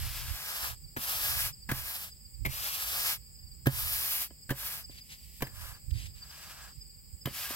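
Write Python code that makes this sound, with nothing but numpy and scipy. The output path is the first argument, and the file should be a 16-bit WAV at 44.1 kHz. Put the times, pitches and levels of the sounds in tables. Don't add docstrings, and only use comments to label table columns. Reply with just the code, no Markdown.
import sys
import numpy as np
from scipy import signal
from scipy.fft import rfft, irfft, next_fast_len
from scipy.io import wavfile
from scipy.ndimage import uniform_filter1d, map_coordinates

SR = 44100
rng = np.random.default_rng(int(sys.argv[2]) if len(sys.argv) > 2 else 0)


def generate_wav(sig):
    pcm = np.round(np.clip(np.atleast_2d(sig).T, -1, 1) * 32767).astype(np.int16)
    wavfile.write(sys.argv[1], SR, pcm)


N = 332955
FFT_N = next_fast_len(N)
BINS_HZ = np.fft.rfftfreq(FFT_N, 1 / SR)

# start/s, end/s, level/dB, swell from start to end/dB, mid-stroke bulge/dB,
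# fine sand re scratch/dB, heap re scratch/dB, heap growth/dB, left lead at start/ms, left lead at end/ms
STROKES = [(-.1, 0.768, -42.5, 5.5, -2.5, 0, -2.5, 10, -0.11, 0.29),
           (0.963, 1.53, -37, 5.5, -3, 3, -3, -2.5, 0.3, 0.092),
           (1.677, 2.127, -45, -0.5, 3.5, 3.5, -2.5, -3, 0.088, 0.24),
           (2.48, 3.19, -37, 6, -3, 1.5, -4, -2.5, 0.36, 0.12),
           (3.688, 4.297, -37.5, 4, 0, 5, -5.5, -2.5, 0.21, 0.09),
           (4.534, 4.869, -44, -8, 6, 4, -2.5, -0.5, 0.082, .14),
           (5.472, 5.825, -58, -2, 17.5, 1, 3.5, 6, -0.12, -0.12),
           (6.121, 6.759, -56, 2.5, 9, -5.5, 1, 9, -0.068, -0.056),
           (7.267, 7.65, -42.5, 0, 7, 0, -0.5, 14, 0.027, 0.055)]
# f/Hz, relative level/dB
RASP_COLOUR = [(200, -14.5), (400, -12.5), (600, -3), (900, 0), (1250, 4), (1480, 1), (1690, 2.5),
               (2000, -4.5), (3000, -12)]


def undb(db):
    return 10 ** (np.asarray(db) / 20)


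def unit(x):
    return x / np.sqrt(np.mean(x ** 2))


def pan(left_minus_right_db):
    return undb(np.array([[left_minus_right_db], [-left_minus_right_db]]) / 2)


def spectrum(points):
    hz, db = np.transpose(points)
    return undb(np.interp(np.log(BINS_HZ + 1), np.log(hz), db))


def filtered(x, gain):
    return irfft(rfft(x, FFT_N) * gain, FFT_N)[..., :N]


def colour(x, points):
    return filtered(x, unit(spectrum(points)))


def band(x, hz, width_hz):
    return filtered(x, unit(np.exp(-((BINS_HZ - hz) / width_hz) ** 2)))


def resonate(x, hz, width_hz):
    b, a = signal.iirpeak(hz, hz / width_hz, fs=SR)
    return signal.lfilter(b, a, x)


def walk(rate_hz):
    step = max(int(SR / rate_hz), 2)
    levels = np.repeat(rng.standard_normal(N // step + 2), step)
    return unit(uniform_filter1d(levels, step)[:N])


def grains(spread_db):
    strength_db = spread_db * np.minimum(rng.exponential(size=N), 6)
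    return unit(rng.standard_normal(N) * undb(strength_db))


def add(out, start_s, sound):
    i = max(int(start_s * SR), 0)
    out[..., i:i + sound.shape[-1]] += sound[..., :N - i]


def arrive(x, lead_ms):
    shift = lead_ms * SR / 1000
    return np.array([x, map_coordinates(x, [np.arange(N) - shift], order=3)])


def broom_wide(points, lead_ms, spread_db, width_ms, apart):
    tufts = np.zeros((2, N))
    for place in np.linspace(-1, 1, 3):
        tufts += arrive(colour(grains(spread_db), points), lead_ms + width_ms * place)
    scatter = colour(rng.standard_normal((2, N)), points)
    return unit(unit(tufts) + apart * scatter)


def broom_place(t):
    rows = np.array(STROKES)
    return np.interp(t, rows[:, :2].ravel(), rows[:, -2:].ravel())


def stroke_gains(t):
    attack_s, release_s = 0.15, 0.11
    hiss_per_effort, rasp_per_effort = 1.18, 0.77
    scratch, hiss, rasp = np.zeros((3, N))
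    for start, end, db, swell_db, bulge_db, fine_db, heap_db, growth_db, _, _ in STROKES:
        on = (t > start) & (t < end)
        along = (t[on] - start) / (end - start) - .5
        press = np.sin(np.pi / 2 * np.minimum((t[on] - start) / attack_s, 1))
        lift = np.sin(np.pi / 2 * np.minimum((end - t[on]) / release_s, 1)) ** 2
        contact = undb(db) * press * lift
        effort_db = swell_db * along + bulge_db * (np.cos(np.pi * along) - 2 / np.pi)
        scratch[on] += contact * undb(effort_db)
        hiss[on] += contact * undb(fine_db + hiss_per_effort * effort_db)
        rasp[on] += contact * undb(heap_db + rasp_per_effort * effort_db + growth_db * along)
    return scratch, hiss, rasp


def trickle_gains(t):
    start_s, end_s, final_db, rise_db = 4.9, 5.41, -57.5, 9
    settle_db, settle_s = -70, 0.086
    left = np.clip((end_s - t) / (end_s - start_s), 0, 1)
    running = undb(final_db - rise_db * left) * (t > start_s) * (t < end_s)
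    settling = undb(settle_db) * sum(np.exp(-np.abs(t - stroke[1]) / settle_s) for stroke in STROKES)
    return running, settling


def sweeping(t, lead_ms):
    # f/Hz, relative level/dB
    scratch_colour = [(1200, -50), (1900, -0.5), (2500, 4), (3300, 3), (4100, 1.5), (5200, 5), (6400, -1.5),
                      (8000, 1.5), (10000, -9), (11500, -32), (14000, -30)]
    hiss_colour = [(7000, -31), (9500, -6.5), (11000, -3), (12300, 0.5), (14000, -1), (15800, -6)]
    scratch_gain, hiss_gain, rasp_gain = stroke_gains(t)
    catch = undb(1.36 * walk(38) + 0.19 * walk(400))
    scratch = broom_wide(scratch_colour, lead_ms, spread_db=2.5, width_ms=0.041, apart=0.077)
    fine = colour(grains(spread_db=0.0), hiss_colour) * undb(0.5 * walk(900))
    hiss = fine + undb(-15.0) * colour(rng.standard_normal((2, N)), hiss_colour)
    slides = undb(-2.55 + 0.91 * walk(70))
    rasp = slides * broom_wide(RASP_COLOUR, lead_ms, spread_db=3.0, width_ms=0.11, apart=0.42)
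    singing = resonate(colour(grains(spread_db=2.0), RASP_COLOUR), hz=1648, width_hz=55)
    wood = undb(-11.0) * arrive(unit(singing), lead_ms)
    running, settling = trickle_gains(t)
    coarse_db = -2
    trickle = running * (hiss + undb(coarse_db) * scratch) + settling * scratch
    return catch * (scratch_gain * scratch + hiss_gain * hiss + rasp_gain * (rasp + wood) + trickle)


def low_rumble():
    # f/Hz, relative level/dB
    rumble_colour = [(20, -23), (35, -11), (55, 9.5), (80, 2), (120, -7.5), (160, -7), (230, -47),
                     (400, -45.5)]
    swell_colour = [(25, -6), (55, 6), (85, 3), (130, 0), (180, -22.5), (300, -26), (500, -57), (1500, -74)]
    # t/s, level/dB, 1/e half length/s, left minus right/dB
    low_swells = [(0.016, -37, 0.14, -7), (0.228, -41.5, 0.055, 7), (0.314, -39, 0.035, -17),
                  (0.704, -48.5, 0.069, -12), (.85, -48.5, .025, -12), (1.345, -47.5, 0.17, -20),
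                  (1.763, -47, 0.096, -13.5), (2.456, -43.5, 0.083, -22), (3.087, -55.5, 0.12, -16),
                  (3.472, -52, 0.075, -14), (3.848, -47, .18, -14), (5.626, -49.5, 0.13, -13),
                  (5.935, -41.5, 0.054, -27), (6.05, -47.5, 0.14, -11.5), (6.777, -51, 0.021, -18),
                  (7.142, -46, 0.016, -17)]
    calm_db, wander_db, calm_pan_db = -57, 1.5, -10.5
    common = .5 * rng.standard_normal(N)
    eddies = unit(colour(common + rng.standard_normal((2, N)), rumble_colour))
    strength = undb(calm_db + wander_db * walk(6)) * pan(calm_pan_db)
    t = np.arange(N) / SR
    swell_gain = np.zeros((2, N))
    for peak_s, db, half_s, pan_db in low_swells:
        swell_gain += undb(db) * pan(pan_db) * np.exp(-((t - peak_s) / half_s) ** 2)
    return strength * eddies + swell_gain * colour(rng.standard_normal((2, N)), swell_colour)


def meadow():
    # f/Hz, relative level/dB
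    air_colour = [(25, -16), (60, -14), (150, 1.5), (300, -14), (600, -21.5), (1400, -30), (2300, -22),
                  (6000, -37.5), (10000, -26.5), (12000, -21.5), (14500, -14), (16000, -12.5)]
    # f/Hz, 1/e half width/Hz, level/dB
    insects = [(4860, 430, -62.5), (7830, 730, -59.5)]
    air = rng.standard_normal(N) + 1.36 * rng.standard_normal((2, N))
    out = undb(-61.0 + 0.37 * walk(1.406)) * colour(air, air_colour)
    for hz, width_hz, db in insects:
        noise = 0.43 * rng.standard_normal(N) + rng.standard_normal((2, N))
        shimmer_db = .5 * walk(11) + 1.34 * walk(70)
        out = out + unit(band(noise, hz, width_hz)) * undb(db + shimmer_db)
    return out


def bird():
    # first chirp/s, last chirp/s, level/dB, moment of highest pitch/s
    phrases = [(.838, .876, -52, .72), (1.52, 1.611, -50, 1.5), (2.112, 2.331, -52, 2.16),
               (3.254, 3.506, -53, 3.32), (4.386, 4.422, -52, 4.45), (4.756, 5.219, -52, 4.79),
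               (5.441, 5.481, -50, 5.42), (5.69, 5.73, -51, 5.57), (5.928, 6.46, -52, 6.05),
               (6.672, 6.98, -53, 6.77), (7.169, 7.29, -52, 7.23)]
    chirp_every_s, chirp_s, chirp_hz, fall = .0425, 0.0278, 4820, 0.079
    swing_s, swing_hz, swing_db = .29, 170, 1.5
    scatter_s, scatter_hz, scatter_db = 0.0024, 35, 4.6
    u, out = np.linspace(0, 1, int(chirp_s * SR)), np.zeros(N)
    for start, end, db, top_s in phrases:
        times = np.linspace(start, end, round((end - start) / chirp_every_s) + 1)
        for s, (late, sharp, loud) in zip(times, rng.standard_normal(size=(20, 3))):
            swing = np.cos(2 * np.pi * (s - top_s) / swing_s)
            centre_hz = chirp_hz + swing_hz * swing + scatter_hz * sharp
            pitch_hz = centre_hz * (1 + fall * (.3 - u ** 2))
            whistle = np.sin(np.pi * u) * np.sin(2 * np.pi * np.cumsum(pitch_hz) / SR)
            level_db = db + swing_db * swing + scatter_db * loud
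            add(out, s + scatter_s * late, undb(level_db) * whistle)
    return arrive(out, 0.044)


def landings(lead_ms):
    # tips touch/s, time to bend/s, tips/dB, slap/dB, slap decay/s, relative ring/dB, ring f/Hz
    touchdowns = [(.964, 0.0052, -39, -37.5, 0.014, 3.5, 1720), (1.69, .024, -36, -27.5, 0.007, -1.5, 1690),
                  (2.45, .009, -34, -32.5, 0.0094, 0.5, 2190), (3.658, .01, -36.5, -25.5, 0.0061, -1, 1670),
                  (4.492, .012, -38.5, -32, 0.014, -3.5, 1620), (5.406, 0.015, -45, -28, .0073, -6, 1650),
                  (5.467, .004, -49, -49, 0.0062, 1, 1690), (7.255, .002, -38, -27.5, 0.0031, -4.5, 3040)]
    # f/Hz, relative level/dB
    crunch_colour = [(200, 14.5), (500, 2), (1100, 6.5), (1450, -1.5), (1680, 7), (2000, 3), (3200, -1),
                     (6000, -7), (9000, -8.5), (12500, 2), (16000, 1)]
    attack_s = .0006
    ring_width_hz = 215
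    slap_damps_db = -5.5
    age = np.arange(SR // 6) / SR
    crunch, crack = np.zeros(N), np.zeros(N)
    for touch_s, bend_s, tips_db, slap_db, slap_s, ring_db, hz in touchdowns:
        tips = (touch_s, tips_db, 1.07 * bend_s, ring_db)
        slap = (touch_s + bend_s, slap_db, slap_s, ring_db + slap_damps_db)
        for at_s, db, decay_s, crack_db in (tips, slap):
            attack = 1 - np.exp(-age / attack_s)
            decay = np.exp(-(age / decay_s) ** 2) + undb(-10.5) * np.exp(-age / 0.03)
            burst = undb(db) * attack * decay
            add(crunch, at_s, burst)
            stirred = resonate(burst * rng.standard_normal(len(age)), hz, ring_width_hz)
            add(crack, at_s, stirred * undb(crack_db + 18.5))
    bristles = broom_wide(crunch_colour, lead_ms, spread_db=2.0, width_ms=0.053, apart=0.31)
    return crunch * bristles + arrive(crack, lead_ms)


def ring(modes, age):
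    out = np.zeros(len(age))
    for k, (hz, db, t60_s) in enumerate(modes):
        decay = np.exp(-np.log(1000) * age / t60_s)
        out += (-1) ** k * undb(db) * np.sin(2 * np.pi * hz * age) * decay
    return out


def knocks(lead_ms):
    # t/s, level/dB, contact/ms, handle flex/dB
    blows = [(0.965, -22, 2.2, -12.5), (1.7146, -22.5, 1.8, 0), (2.467, -28.5, 0.94, 2),
             (3.668, -10, 0.93, -3), (4.306, -43.5, 0.28, -22), (4.508, -20.5, 0.83, -2.5),
             (4.519, -27.5, 0.49, -27), (4.894, -40, 1.04, -6), (5.424, -23.5, 0.31, -4.5),
             (7.257, -38, 0.94, 12.5), (7.27, -27, 0.25, -22), (7.504, -33, 0.29, -19)]
    # f/Hz, relative level/dB, t60/s
    handle_modes = [(131, -1, 0.12)]
    head_modes = [(245, -5, 0.046), (332, -4, 0.036), (426, -8, 0.035), (556, -12, 0.075),
                  (685, -7.5, 0.031), (1004, -16, 0.071), (1280, -16, 0.037), (1685, -12.5, 0.057),
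                  (2050, -14, 0.065), (3074, -5.5, 0.061)]
    age, out = np.arange(SR // 4) / SR, np.zeros(N)
    for s, db, contact_ms, flex_db in blows:
        push = np.exp(-age * 1000 / (contact_ms / 2))
        wood = ring(head_modes, age) + undb(flex_db) * ring(handle_modes, age)
        add(out, s, undb(db) * signal.fftconvolve(wood, push / push.sum()))
    radiation = signal.butter(2, 75, "high", fs=SR, output="sos")
    return arrive(signal.sosfilt(radiation, out), lead_ms)


def scuffs():
    # t/s, level/dB, time scale/s
    steps = [(4.906, -57, 0.021), (4.94, -56, 0.025), (4.974, -52.5, 0.021), (5.085, -50.5, 0.042),
             (5.114, -59, 0.033), (5.904, -51.5, 0.0074), (5.928, -52.5, 0.068), (5.975, -55.5, 0.077),
             (6.054, -54, 0.012), (6.147, -60.5, 0.04)]
    # f/Hz, relative level/dB
    sole_colour = [(300, -9), (1200, -12), (2000, 4), (2700, 4), (4200, 1.5), (6000, -1.5), (9000, -5),
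                   (13000, -5), (16000, -17)]
    age, pressure = np.arange(SR // 3) / SR, np.zeros(N)
    for s, db, scale_s in steps:
        add(pressure, s, undb(db) * (age / scale_s) * np.exp(1 - (age / scale_s) ** 2))
    return pressure * broom_wide(sole_colour, lead_ms=0.26, spread_db=4.5, width_ms=0.022, apart=.5)


def scene():
    # f/Hz, left minus right/dB
    port_difference = [(150, -5.5), (350, -2.5), (550, 4.5), (1350, 1.5), (1700, -1), (2400, 2.5),
                       (3400, -1.5), (4400, 3.5), (5000, 1), (5700, 1), (6600, -0.5), (9000, 5.5),
                       (10200, 7), (11500, -0.5), (13500, -4), (16000, 5.5)]
    t = np.arange(N) / SR
    lead_ms = broom_place(t)
    broom = sweeping(t, lead_ms) + landings(lead_ms) + knocks(lead_ms)
    tilt = np.sqrt(spectrum(port_difference))
    near = filtered(broom + scuffs(), np.array([tilt, 1 / tilt]))
    return near + low_rumble() + bird() + meadow()


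def record(dry):
    top_hz, ripple_db, stop_db = 15900, .2, 70
    low_pass = signal.ellip(10, ripple_db, stop_db, top_hz, fs=SR, output="sos")
    return signal.sosfilt(low_pass, dry)


dry = scene()
out = record(dry)
generate_wav(out)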